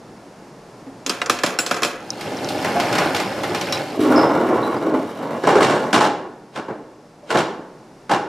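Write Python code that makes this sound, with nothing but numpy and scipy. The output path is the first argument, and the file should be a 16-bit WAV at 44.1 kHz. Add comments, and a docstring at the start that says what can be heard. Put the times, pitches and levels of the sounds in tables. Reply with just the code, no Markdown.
"""A parking lot, a few metres from a box truck almost straight ahead of a stereo microphone. Blows crack and
ring its steel latch, then the roll-up door rattles up its tracks as rollers jolt it and panels knock.
An aluminium ramp rumbles out on its rollers and booms in its hollow channel, bangs against its stops, drops
onto its hooks and meets the asphalt. Each metal blow is banded noise that dies away, with ringing sines.
Fittings clink, dry joints squeak, and a soft outdoor hush of shaped noise lies behind."""
import sys
import numpy as np
from scipy import signal
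from scipy.fft import rfft, irfft, next_fast_len
from scipy.io import wavfile
from scipy.ndimage import uniform_filter1d

SR = 44100
rng = np.random.default_rng(int(sys.argv[2]) if len(sys.argv) > 2 else 0)


def store_wav(level_fs):
    """Save 16-bit WAV to argv[1]."""
    pcm = np.round(np.clip(np.atleast_2d(level_fs), -1, 1) * 32767)
    wavfile.write(sys.argv[1], SR, pcm.T.astype(np.int16))


N = 365148

# Ramp blows at the stops, at full length, lifted, on the hooks, on the asphalt:
# [t/s, level/dB, hardness/dB, rail ring re level/dB]
RAMP_BLOWS = [(5.435, -19, -4.5, -17), (5.47, -11.5, -2.5, -5), (5.503, -19, -2, -35),
              (5.553, -15, -3.5, -30), (5.606, -13, -1.5, -31), (5.626, -12.5, 2.5, -31),
              (5.696, -16.5, -1.5, -45), (5.928, -10, 2.5, -30), (5.948, -12, 0.5, -12),
              (6.006, -15, 2, -0.5), (6.041, -17.5, 3, -3), (6.558, -24, 0, -40), (6.682, -28.5, -10.5, -7),
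              (7.303, -16.5, 1, -30), (7.346, -15, -4.5, -19), (7.37, -17.5, 5.5, -11),
              (7.385, -23, 4.5, -10), (8.094, -20, -1.5, -6), (8.112, -15, 1.5, 0.5),
              (8.126, -25.5, -3.5, -6)]
# Side rails and foot of the ramp: [f/Hz, relative level/dB, t60/s]
RAIL_MODES = [(517, -11, .3), (582, -12, .45), (678, -6, .3), (790, -3, .33), (825, -1, .5), (866, 0, .25),
              (937, -8, .2), (1025, -7, .25), (1275, -11, .2), (1486, -16, .4), (2383, -22, .45)]
# Hollow channel that holds the ramp: [f/Hz at rest, relative level/dB, t60/s]
CHANNEL_MODES = [(260, -5, 0.26), (284.4, -5, 0.34), (318.3, 2.5, 0.2), (400, -4.5, 0.23),
                 (443.5, -11, 0.55), (624, -8, 0.18)]
# Main channel resonance as the ramp bears on other spots; the other modes shift in step: [t/s, f/Hz]
CHANNEL_PITCH = [(4.0, 317), (4.151, 300.6), (4.551, 385.3), (4.849, 320.9), (5.301, 314.2), (5.55, 408.8)]
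# Boom of the channel as the ramp bears down on it: [t/s, level/dB]
BOOM = [(3.95, -36), (3.995, -16), (4.17, -14), (4.22, -21), (4.48, -21.5), (4.545, -15), (4.59, -27.5),
        (4.82, -29), (4.885, -17.5), (4.913, -25), (4.945, -15), (4.99, -25.5), (5.05, -27), (5.1, -56),
        (5.25, -32), (5.42, -53), (5.58, -12.5), (5.66, -27)]
# Effort of pulling the ramp, and of lifting the door: [t/s, effort/dB]
RAMP_EFFORT = [(3.95, -42.5), (4.07, -28.5), (4.17, -16), (4.29, -21), (4.47, -26), (4.55, -24),
               (4.69, -27), (4.8, -33), (4.95, -28), (5.08, -39), (5.15, -44.5), (5.22, -35), (5.376, -33),
               (5.42, -42), (5.75, -30), (5.9, -32)]
DOOR_EFFORT = [(2.03, -50), (2.19, -36.5), (2.292, -34), (2.874, -24), (3.042, -25), (3.27, -32),
               (3.694, -31.5), (3.802, -31), (3.95, -38.5)]
USUAL_EFFORT_DB = -29.5
# Rows for rumble, clatter and scrape: [level at the usual effort/dB, growth/(dB per dB of effort)]
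# A growth below 0.1 is taken as 0.1.
RAMP_LAYERS = [(-26, 0.57), (-28, 0.86), (-45.5, 0.068)]
DOOR_LAYERS = [(-26, 0.61), (-34.5, 1), (-38, 0.66)]
# The ramp's hooks scrape up to a contact: [t of the contact/s, level/dB]
HOOK_SCRAPES = [(6.563, -32.5), (7.301, -31)]
# Door panels knocking in their tracks: [t/s, level/dB, hardness/dB]
DOOR_KNOCKS = [(0.867, -44, -18), (1.441, -23.5, -20.5), (2.209, -30.5, 3.5), (2.488, -36.5, 14),
               (2.624, -28, -1), (2.646, -16, -7), (2.799, -17, -3), (2.927, -20.5, -3), (2.952, -15, -5.5),
               (2.983, -12.5, -6), (3.019, -24, -11), (3.045, -25, -7), (3.147, -19.5, 0),
               (3.164, -21, 0.5), (3.2, -22, 0), (3.434, -19, -5), (3.547, -21, -0.5), (3.612, -29, 6.5),
               (3.67, -24.5, -8), (3.724, -22, 3)]
# The door is bumped by a hand, then by its latch: [t/s, level/dB]
DOOR_BUMPS = [(0.867, -27), (1.061, -23)]
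# Latch blows: [t/s, level/dB, hardness/dB, hook ring re level/dB, plate clang/dB, f favoured by the spot/Hz]
LATCH_BLOWS = [(1.063, -26.5, 4, -13, -21, 5630), (1.095, -20.5, 2, -23, -15, 5600),
               (1.216, -20.5, -10.5, -35, -16.5, 2380), (1.26, -25.5, -9, -35, -24, 5330),
               (1.297, -16, 1.5, -15, -7, 1230), (1.388, -28, -4, -23, -26, 2800),
               (1.435, -14, -3.5, -12, -20, 1550), (1.462, -27, 5.5, -24, -24.5, 3000),
               (1.588, -20.5, 1, 2.5, -23, 1550), (1.603, -37, -7, -14, -24, 5700),
               (1.663, -28, 6.5, -6, -25, 7600), (1.711, -15.5, -5, -30, -16, 1360),
               (1.743, -27, -6, -22, -28, 5700), (1.765, -23, -6.5, -16, -28.5, 1590),
               (1.821, -18, -8, -30, -33, 1540), (1.832, -21.5, 4, -9, -14, 3020),
               (1.848, -22, 1.5, -13, -31, 3000)]
# Steel hook of the latch: [f/Hz, relative level/dB, t60/s]
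HOOK_MODES = [(1480, 2, .06), (2760, -2, .05), (4110, -7, .07), (5480, -5, .05), (7088, -10, .15),
              (7300, -4, .18), (7704, -4, .22), (7910, -13, .15), (9055, -15, .2), (10013, -19, .2),
              (10770, -21, .1), (11200, -21, .2), (14310, -24, .18)]
# Steel rollers and fittings clinking: [t/s, level/dB, long ring re level/dB]
CLINKS = [(2.104, -13.5, -18), (2.445, -24, -5), (2.802, -28, 0), (3.549, -28, -14), (3.612, -23, -8),
          (3.724, -18.5, 6)]
# Small steel fittings: [f/Hz, relative level/dB, t60/s]
CLINK_MODES = [(3919, -10, .16), (4110, -11, .04), (4750, -6, .012), (5200, -2, .018), (5486, -7, .07),
               (5900, -1, .014), (6700, -8, .01), (9000, -16, .015)]
# Dry joints of door and ramp: [t/s, fade time constant/s, f/Hz, level/dB, sag as a share of the pitch]
SQUEAKS = [(2.755, .07, 715, -15.5, .03), (4.158, .07, 5270, -24.5, .04), (4.628, .04, 4030, -34, .025),
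           (4.762, .025, 5050, -43, .04), (7.23, .06, 650, -38, .1)]
# Outdoor hush: [t/s, level/dB]
AIR_LEVEL = [(0, -41), (1, -40.5), (7, -46), (8.3, -43.5)]
# Spectral colours of the sources: [f/Hz, relative density/(dB per Hz)]
RAMP_COLOUR = [(50, -19), (144, -1.5), (320, 5.5), (430, 7.5), (620, -1.5), (829, -7), (1050, -15),
               (1700, -17.5), (1970, -23.5), (6380, -36), (7020, -34.5), (10100, -44.5), (13400, -79)]
SLIDE_COLOUR = [(50, -36), (98, -10), (211, -2.5), (244, 4.5), (317, 0), (578, 0), (870, -8.5), (1000, -9),
                (2270, -30), (4340, -38.5), (5790, -44), (14100, -49), (15500, -70)]
DOOR_COLOUR = [(50, -20.5), (187, -0.5), (295, -3.5), (423, -3.5), (652, 0.5), (1220, -8.5), (2330, -9),
               (3580, -15.5), (4040, -14), (4340, -9.5), (5390, -18.5), (14100, -33), (15500, -86)]
LATCH_COLOUR = [(100, -19.5), (386, -4), (742, -4.5), (1460, 3), (2320, -9.5), (2870, -3.5), (3610, -19),
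                (4020, -14), (5510, -10.5), (6660, -16.5), (7560, -36), (8410, -13), (14500, -39),
                (15500, -36)]
AIR_COLOUR = [(40, -8), (80, -20), (125, 2), (190, 3), (300, 1), (500, 0), (850, -4.5), (1250, -10.5),
              (3500, -24), (5000, -21), (11500, -33.5), (15000, -57)]
# Dying away of the ramp, and of the cargo box: [f/Hz, t60/s]
RAMP_DECAY = [(100, 1), (350, 1), (900, 0.79), (2500, 0.53), (6000, 0.46), (13000, 0.14)]
BOX_DECAY = [(100, 0.33), (400, 0.8), (1500, 0.72), (5000, 0.34), (13000, 0.34)]
# Stereo image at the microphone: [f/Hz, left-right likeness from 0 to 1]
LIKENESS = [(30, 0.96), (120, 1), (300, 1), (1000, 0.95), (3000, 0.83), (13000, 0.83)]
# Centres of the crowded latch plate modes, and of the ticks of loose door rollers: [f/Hz]
PLATE_HZ = np.geomspace(1100, 8600, 19)
TICK_HZ = np.geomspace(1200, 5600, 14)
# Third-octave band centres: [f/Hz]
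BAND_HZ = 25 * 2 ** (np.arange(29) / 3)
ZONE_EDGES_HZ = (700, 2500)  # between bass, middle and treble


def ramp_slide(deck):
    """The ramp breaks loose, rumbles over its rollers and makes its hollow channel boom."""
    jolt = dying(RAMP_DECAY, crack_t60=0.026, tail_db=-11.5)
    zones = rollers(deck, SLIDE_COLOUR, jolt, per_s=130, spread_db=2.3, shift_db=7)
    zones = [evened(zone, size=4000) for zone in zones]
    grit = from_db(1.5 * wobble(size=300))  # it sticks and slips finely
    effort = grit * gains_in_time(RAMP_EFFORT)[0]
    rumble, clatter, scrape = driven(effort, RAMP_LAYERS, zones)
    # It scrapes more while it is breaking loose: up to 12.5 dB
    sticking = from_db(12.5 * swell(4.003, hold_s=0, attack_s=0.02, release_s=0.41))
    boom = gains_in_time(BOOM)[0] * channel_boom()
    return rumble + clatter + sticking * scrape + boom


def channel_boom():
    """Random bumps ring the channel's modes, whose pitches glide together; rms 1."""
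    bumps = jolts(per_s=580, spread_db=3.0)
    boom = np.zeros(N)
    for k, (hz, db, t60) in enumerate(CHANNEL_MODES):
        boom += (-1) ** k * from_db(db) * ring(bumps, hz, t60)
    main_hz = CHANNEL_MODES[2][0]
    pitch = np.interp(np.arange(N) / SR, *np.transpose(CHANNEL_PITCH)) / main_hz
    # Reading the ringing faster or slower bends its pitch
    bent = np.interp(np.cumsum(pitch), np.arange(N), rms_one(boom), period=N)
    return evened(bent, size=1200)


def ramp_clanks(deck):
    """The long aluminium deck crashes and bounces, and its side rails ring on."""
    envelope = dying(RAMP_DECAY, crack_t60=0.19, tail_db=-3.0)
    octaves_up = np.maximum(np.log2(BAND_HZ / 4500), 0)
    crash = np.zeros((2, N + SR))
    for s, db, hardness_db, _ in RAMP_BLOWS:
        gains = contact_gains(RAMP_COLOUR, db, hardness_db, thud_db=-4.0, edge_db=-10.5, thud_loss=0.66)
        tilt_db = 3.5 + 0.31 * db  # per octave: stronger blows have more top treble
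        gains = gains * from_db(tilt_db * octaves_up)
        at = round(s * SR)
        crash[:, at:at + SR] += bounces() * blow(deck, gains, envelope)
    s, level_db, _, ring_db = np.transpose(RAMP_BLOWS)
    rails = struck_modes(s, level_db + ring_db, RAIL_MODES, scatter_db=1, detune=.006)
    shudder = 1 + .35 * wobble(size=130)  # the loose deck shudders, which roughens the ring
    return crash[:, :N] + shudder * rails


def bounces(count=4):
    """Envelope of one blow on the ramp: a few sharp, uneven touches over the spreading ring of the deck."""
    touch_s, rise_s = .0028, 0.0094  # a touch peaks, and the blow spreads through the deck
    t = np.arange(SR) / SR
    gaps = rng.uniform(.007, .022, count)  # seconds
    touches = np.zeros(SR)
    for k, start_s in enumerate(np.cumsum(gaps) - gaps[0]):
        age = np.maximum(t - start_s, 0) / touch_s
        touches += from_db(-2.5 - 2 * k) * age * np.exp(1 - np.minimum(age, 20))  # 2 dB lost each time
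    return touches + from_db(-2) * (1 - np.exp(-t / rise_s))


def ramp_rattle(deck):
    """Between its blows against the stops the loose ramp keeps chattering in the channel."""
    envelope = dying(RAMP_DECAY, crack_t60=0.032, tail_db=-5)
    touch = blow(deck, band_gains(RAMP_COLOUR, [-2, -1, -10]), envelope)
    chatter = rms_one(repeated(jolts(per_s=270, spread_db=-1.0), touch))
    return from_db(-22) * swell(5.49, hold_s=0.27, attack_s=0.039, release_s=0.096) * chatter


def hook_scrapes(deck):
    """The hooks grate along the sill, louder and louder until they catch."""
    envelope = dying(RAMP_DECAY, crack_t60=0.042, tail_db=-5)
    touch = blow(deck, band_gains(RAMP_COLOUR, [-2, -1, -7]), envelope)
    grating = rms_one(repeated(jolts(per_s=1300, spread_db=-1), touch))
    level = sum(from_db(db) * swell(s, hold_s=0, attack_s=0.017, release_s=0.027) for s, db in HOOK_SCRAPES)
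    return grating * level


def door():
    """A bump on the panel, then rollers chatter up the tracks while the hinged panels knock."""
    panels = noise_bands(2 * SR, ripple_db=2.3)
    s, bump_db = np.transpose(DOOR_BUMPS)
    panel_modes = [(248, -7.5, 0.19), (272, -3, 0.32), (520, -23, .1)]  # f/Hz, relative level/dB, t60/s
    bump = struck_modes(s, bump_db, panel_modes, scatter_db=0.5)
    chatter = dying(BOX_DECAY, crack_t60=.045, tail_db=-16)
    rumble, clatter, scrape = rollers(panels, DOOR_COLOUR, chatter, per_s=110, spread_db=2.6, shift_db=5)
    zones = [rumble, clatter, evened(scrape, size=350)]
    roll = sum(driven(gains_in_time(DOOR_EFFORT)[0], DOOR_LAYERS, zones))
    envelope = dying(BOX_DECAY, crack_t60=0.071, tail_db=-8.0)
    knocks = blows(panels, DOOR_KNOCKS, DOOR_COLOUR, envelope, thud_db=-9, edge_db=-0.5, thud_loss=0.59)
    return bump + roll + knocks


def door_ticks():
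    """Loose rollers tick irregularly in the tracks, each at its own pitch, louder with the lifting effort."""
    ticks = np.zeros(N)
    for hz in TICK_HZ:
        ticks += ring(jolts(per_s=9, spread_db=3.5), hz, t60=.011)
    clatter_growth = DOOR_LAYERS[1][1]
    return driven(gains_in_time(DOOR_EFFORT)[0], [(-38, clatter_growth)], [rms_one(ticks)])[0]


def latch():
    """Steel hook and handle crack against their keeper and ring; loose fittings rattle on and the box answers."""
    steel = noise_bands(2 * SR, ripple_db=4)
    envelope = dying(BOX_DECAY, crack_t60=0.069, tail_db=-11)
    cracks = blows(steel, LATCH_BLOWS, LATCH_COLOUR, envelope, thud_db=-0.5, edge_db=2.5, thud_loss=-0.054)
    s, level_db, hardness_db, ring_db, *_ = np.transpose(LATCH_BLOWS)
    hook = struck_modes(s, level_db + ring_db, HOOK_MODES, scatter_db=3.5)
    # Each blow sets the fittings shaking, and the shaking dies away
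    kicks, shaking_t60 = np.zeros(N), .45
    kicks[np.round(s * SR).astype(int)] = from_db(level_db + hardness_db)
    shaking = signal.lfilter([1], [1, -from_db(-60 / (shaking_t60 * SR))], kicks + 1e-18)
    tick = blow(steel, band_gains(LATCH_COLOUR), dying(BOX_DECAY, crack_t60=.012, tail_db=-40))
    rattle = rms_one(repeated(jolts(per_s=180, spread_db=3), tick))
    return cracks + from_db(-16.0) * shaking * rattle + hook


def latch_plate():
    """The latch plate clangs briefly; the spot hit favours the modes near one pitch."""
    s, *_, clang_db, spot_hz = np.transpose(LATCH_BLOWS)
    clang = np.zeros(N)
    for k, hz in enumerate(PLATE_HZ):
        level_db = clang_db - 9.5 * abs(np.log2(hz / spot_hz))  # 9.5 dB lost per octave from the spot's pitch
        mode = [(hz, -3.5, 0.042)]  # f/Hz, relative level/dB, t60/s
        clang += (-1) ** k * struck_modes(s, level_db, mode, scatter_db=3.5, detune=.035)
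    return clang


def clinks():
    """Small steel parts tick as they touch, and ring on where they hang free."""
    s, level_db, ring_db = np.transpose(CLINKS)
    ticking = [mode for mode in CLINK_MODES if mode[2] < .03]
    ringing = [mode for mode in CLINK_MODES if mode not in ticking]
    ticks = struck_modes(s, level_db, ticking, scatter_db=1.5)
    return ticks + struck_modes(s, level_db + ring_db, ringing, scatter_db=1.5)


def squeak():
    """Dry joints catch at once, slip roughly around their pitch, and fade."""
    t, out = np.arange(N) / SR, np.zeros(N)
    slips, grip = wobble(size=40) ** 2, 1 + .5 * wobble(size=70)
    attack_s = .002
    for s, dying_s, hz, db, sag in SQUEAKS:
        age = np.clip((t - s) / dying_s, 0, 20)
        pitch = hz * (1 - sag * slips * np.exp(-age / 2))
        catch = 1 - np.exp(-age * dying_s / attack_s)
        tone = np.sin(2 * np.pi * np.cumsum(pitch) / SR)
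        out += from_db(db) * catch * np.exp(-age) * tone
    return grip * out


def air():
    """Steady outdoor noise in third-octave bands; its level sinks a little after the loud blows begin."""
    hush = np.tensordot(band_gains(AIR_COLOUR).astype(np.float32), noise_bands(N), 1)
    return gains_in_time(AIR_LEVEL)[0] * hush


def rollers(bands, colour, envelope, per_s, spread_db, shift_db, count=4):
    """Rollers jolt the metal at their own spots as the load shifts; bass, middle and treble, each of rms 1."""
    loads = from_db(shift_db * np.array([wobble(size=4000) for _ in range(count)]))
    loads = loads / np.linalg.norm(loads, axis=0)
    sound = np.zeros((2, N))
    for load in loads:
        touch = blow(bands, band_gains(colour), envelope)
        sound += repeated(load * jolts(per_s, spread_db), touch)
    zones = []
    for hz, kind in [(ZONE_EDGES_HZ[0], "low"), (ZONE_EDGES_HZ, "band"), (ZONE_EDGES_HZ[1], "high")]:
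        sos = signal.butter(2, hz, kind, fs=SR, output="sos")
        zones.append(rms_one(signal.sosfiltfilt(sos, sound)))
    return zones


def driven(effort, layers, zones):
    """Each layer grows with the effort by a power law."""
    push = effort / from_db(USUAL_EFFORT_DB)
    return [from_db(db) * push ** max(growth, .1) * zone for (db, growth), zone in zip(layers, zones)]


def blows(bands, rows, colour, envelope, thud_db, edge_db, thud_loss):
    """Play a table of contacts, each with its own strength and hardness."""
    out = np.zeros((2, N + SR))
    for s, db, hardness_db, *_ in rows:
        at = round(s * SR)
        gains = contact_gains(colour, db, hardness_db, thud_db, edge_db, thud_loss)
        out[:, at:at + SR] += blow(bands, gains, envelope)
    return out[:, :N]


def contact_gains(colour, db, hardness_db, thud_db, edge_db, thud_loss):
    """Band gains of a contact: hardness adds treble edge and takes thud_loss dB of bass per dB."""
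    return band_gains(colour, [db + thud_db - thud_loss * hardness_db, db, db + edge_db + hardness_db])


def blow(bands, gains, envelope):
    """One contact on sheet metal: noise for countless close modes with chance phases, dying away."""
    start = rng.integers(bands.shape[-1] - SR)
    return np.einsum("b,bt,bct->ct", gains.astype(np.float32), envelope, bands[..., start:start + SR])


def dying(decay, crack_t60, tail_db):
    """Envelope per band of a blow: a crack (t60/s at 2 kHz, longer in the bass) over a long tail."""
    t, hz = np.arange(SR) / SR, BAND_HZ[:, None]
    crack = from_db(-60 * t / (crack_t60 * (2000 / hz) ** .25))
    tail = from_db(tail_db - 60 * t / at_hz(decay, hz))
    build_up = 1 - np.exp(-t * hz)  # each band takes about a cycle
    return (np.hypot(crack, tail) * build_up).astype(np.float32)


def struck_modes(times, levels_db, modes, scatter_db, detune=0):
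    """Each blow strikes each mode a little differently and may shift it by a share of its pitch."""
    out = np.zeros(N + SR)
    for k, (hz, mode_db, t60) in enumerate(modes):
        t = np.arange(int(min(t60 * 1.5, 1) * SR)) / SR
        chances = rng.standard_normal((len(times), 2))
        for s, db, (strength, shift) in zip(times, levels_db, chances):
            at = round(s * SR)
            fade = from_db(db + mode_db + scatter_db * strength - 60 * t / t60)
            tone = np.sin(2 * np.pi * hz * (1 + detune * shift) * t)
            out[at:at + len(t)] += (-1) ** k * fade * tone  # neighbours swing in opposite senses
    return out[:N]


def ring(clicks, hz, t60):
    """A unit click sets a dying sine of starting height about 1 ringing."""
    r, w = from_db(-60 / (t60 * SR)), 2 * np.pi * hz / SR
    return signal.lfilter([0, np.sin(w)], [1, -2 * r * np.cos(w), r * r], clicks + 1e-18)


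def jolts(per_s, spread_db):
    """Random small contacts of uneven strength."""
    sizes = from_db(spread_db * np.minimum(rng.exponential(1, N), 4)) * rng.choice([-1, 1], N)
    return sizes * (rng.random(N) < per_s / SR)


def repeated(clicks, touch):
    """Every click sounds the same stereo touch."""
    return signal.oaconvolve(clicks[None], touch, axes=1)[:, :N]


def noise_bands(size, ripple_db=0):
    """Third-octave stereo noise (bands x 2 x size, rms 1), rippled like the crowded modes of a metal panel."""
    white = rng.standard_normal((2, 2, next_fast_len(size + 4000)))
    bins_hz = np.arange(white.shape[-1] // 2 + 1) * SR / white.shape[-1]
    modes_hz = np.cumsum(np.linspace(12, 70, 450))
    depth_db = ripple_db * np.minimum(ZONE_EDGES_HZ[1] / modes_hz, 1) ** .5  # high modes overlap and even out
    ripple = from_db(np.interp(bins_hz, modes_hz, depth_db * rng.standard_normal(len(modes_hz))))
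    white = irfft(rfft(white) * ripple)
    bands = []
    for k, hz in enumerate(BAND_HZ):
        sos = signal.butter(2, [hz / 2 ** (1 / 6), hz * 2 ** (1 / 6)], "band", fs=SR, output="sos")
        mid, side = signal.sosfilt(sos, white[k % 2])[:, -size:]
        alike = np.clip(at_hz(LIKENESS, hz), 0, 1)
        bands.append(rms_one(np.sqrt(1 + alike) * mid + np.sqrt(1 - alike) * side * [[1], [-1]]))
    return np.array(bands, dtype=np.float32)


def band_gains(colour, zone_db=None):
    """Gain per band for a colour: total power 1, or bent to given bass, middle and treble levels."""
    power = from_db(at_hz(colour, BAND_HZ)) ** 2 * BAND_HZ
    if zone_db is None:
        return np.sqrt(power / power.sum())
    zone = np.digitize(BAND_HZ, ZONE_EDGES_HZ)
    lift_db = np.array(zone_db) - 10 * np.log10(np.bincount(zone, power))
    return np.sqrt(power) * from_db(uniform_filter1d(lift_db[zone], 3))  # steps between zones are smoothed


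def gains_in_time(rows):
    """Gain curves from rows of (t/s, level/dB, ..), faded out beyond their ends."""
    s, *columns = np.transpose(rows)
    t = np.arange(N) / SR
    gate = np.clip(np.minimum(t - s[0], s[-1] - t) / 0.043 + 1, 0, 1)
    return [gate * from_db(np.interp(t, s, c)) for c in columns]


def swell(s, hold_s, attack_s, release_s):
    """Envelope that grows up to a moment, holds and dies away."""
    t = np.arange(N) / SR
    return np.exp(np.minimum(t - s, 0) / attack_s - np.maximum(t - s - hold_s, 0) / release_s)


def wobble(size):
    """Smooth chance that changes over the given number of samples; rms 1."""
    return rms_one(uniform_filter1d(uniform_filter1d(rng.standard_normal(N), size), size))


def evened(x, size):
    """Steady contact: level out swells longer than the given number of samples; rms 1."""
    power = uniform_filter1d(np.mean(np.atleast_2d(x) ** 2, axis=0), size)
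    return rms_one(x / np.sqrt(np.abs(power) + power.mean() / 20))


def at_hz(points, hz):
    """Read a table on a log-frequency axis."""
    return np.interp(np.log(hz), np.log(np.array(points)[:, 0]), np.array(points)[:, 1])


def rms_one(x):
    """Scale to unit rms."""
    return x / np.sqrt(np.mean(x ** 2) + 1e-20)


def from_db(db):
    """Decibels to gain."""
    return 10 ** (np.asarray(db) / 20)


def scene():
    """The truck stands almost straight ahead, a touch to the right, over a soft outdoor hush."""
    deck = noise_bands(3 * SR, ripple_db=2.5)
    truck = ramp_slide(deck) + ramp_clanks(deck) + ramp_rattle(deck) + hook_scrapes(deck)
    truck = truck + door() + door_ticks() + latch() + latch_plate() + clinks() + squeak()
    # The truck sounds have little bass below about 90 Hz
    truck = signal.sosfilt(signal.butter(3, 90, "high", fs=SR, output="sos"), truck)
    return truck * from_db([[-.2], [.2]]) + air()


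def record(dry):
    """At the microphone the loudest peaks clip, then the top above 15.2 kHz is cut steeply."""
    top_cut = signal.ellip(10, .1, 80, 15200, fs=SR, output="sos")
    return signal.sosfilt(top_cut, np.clip(dry, -1, 1))


dry = scene()
out = record(dry)
store_wav(out)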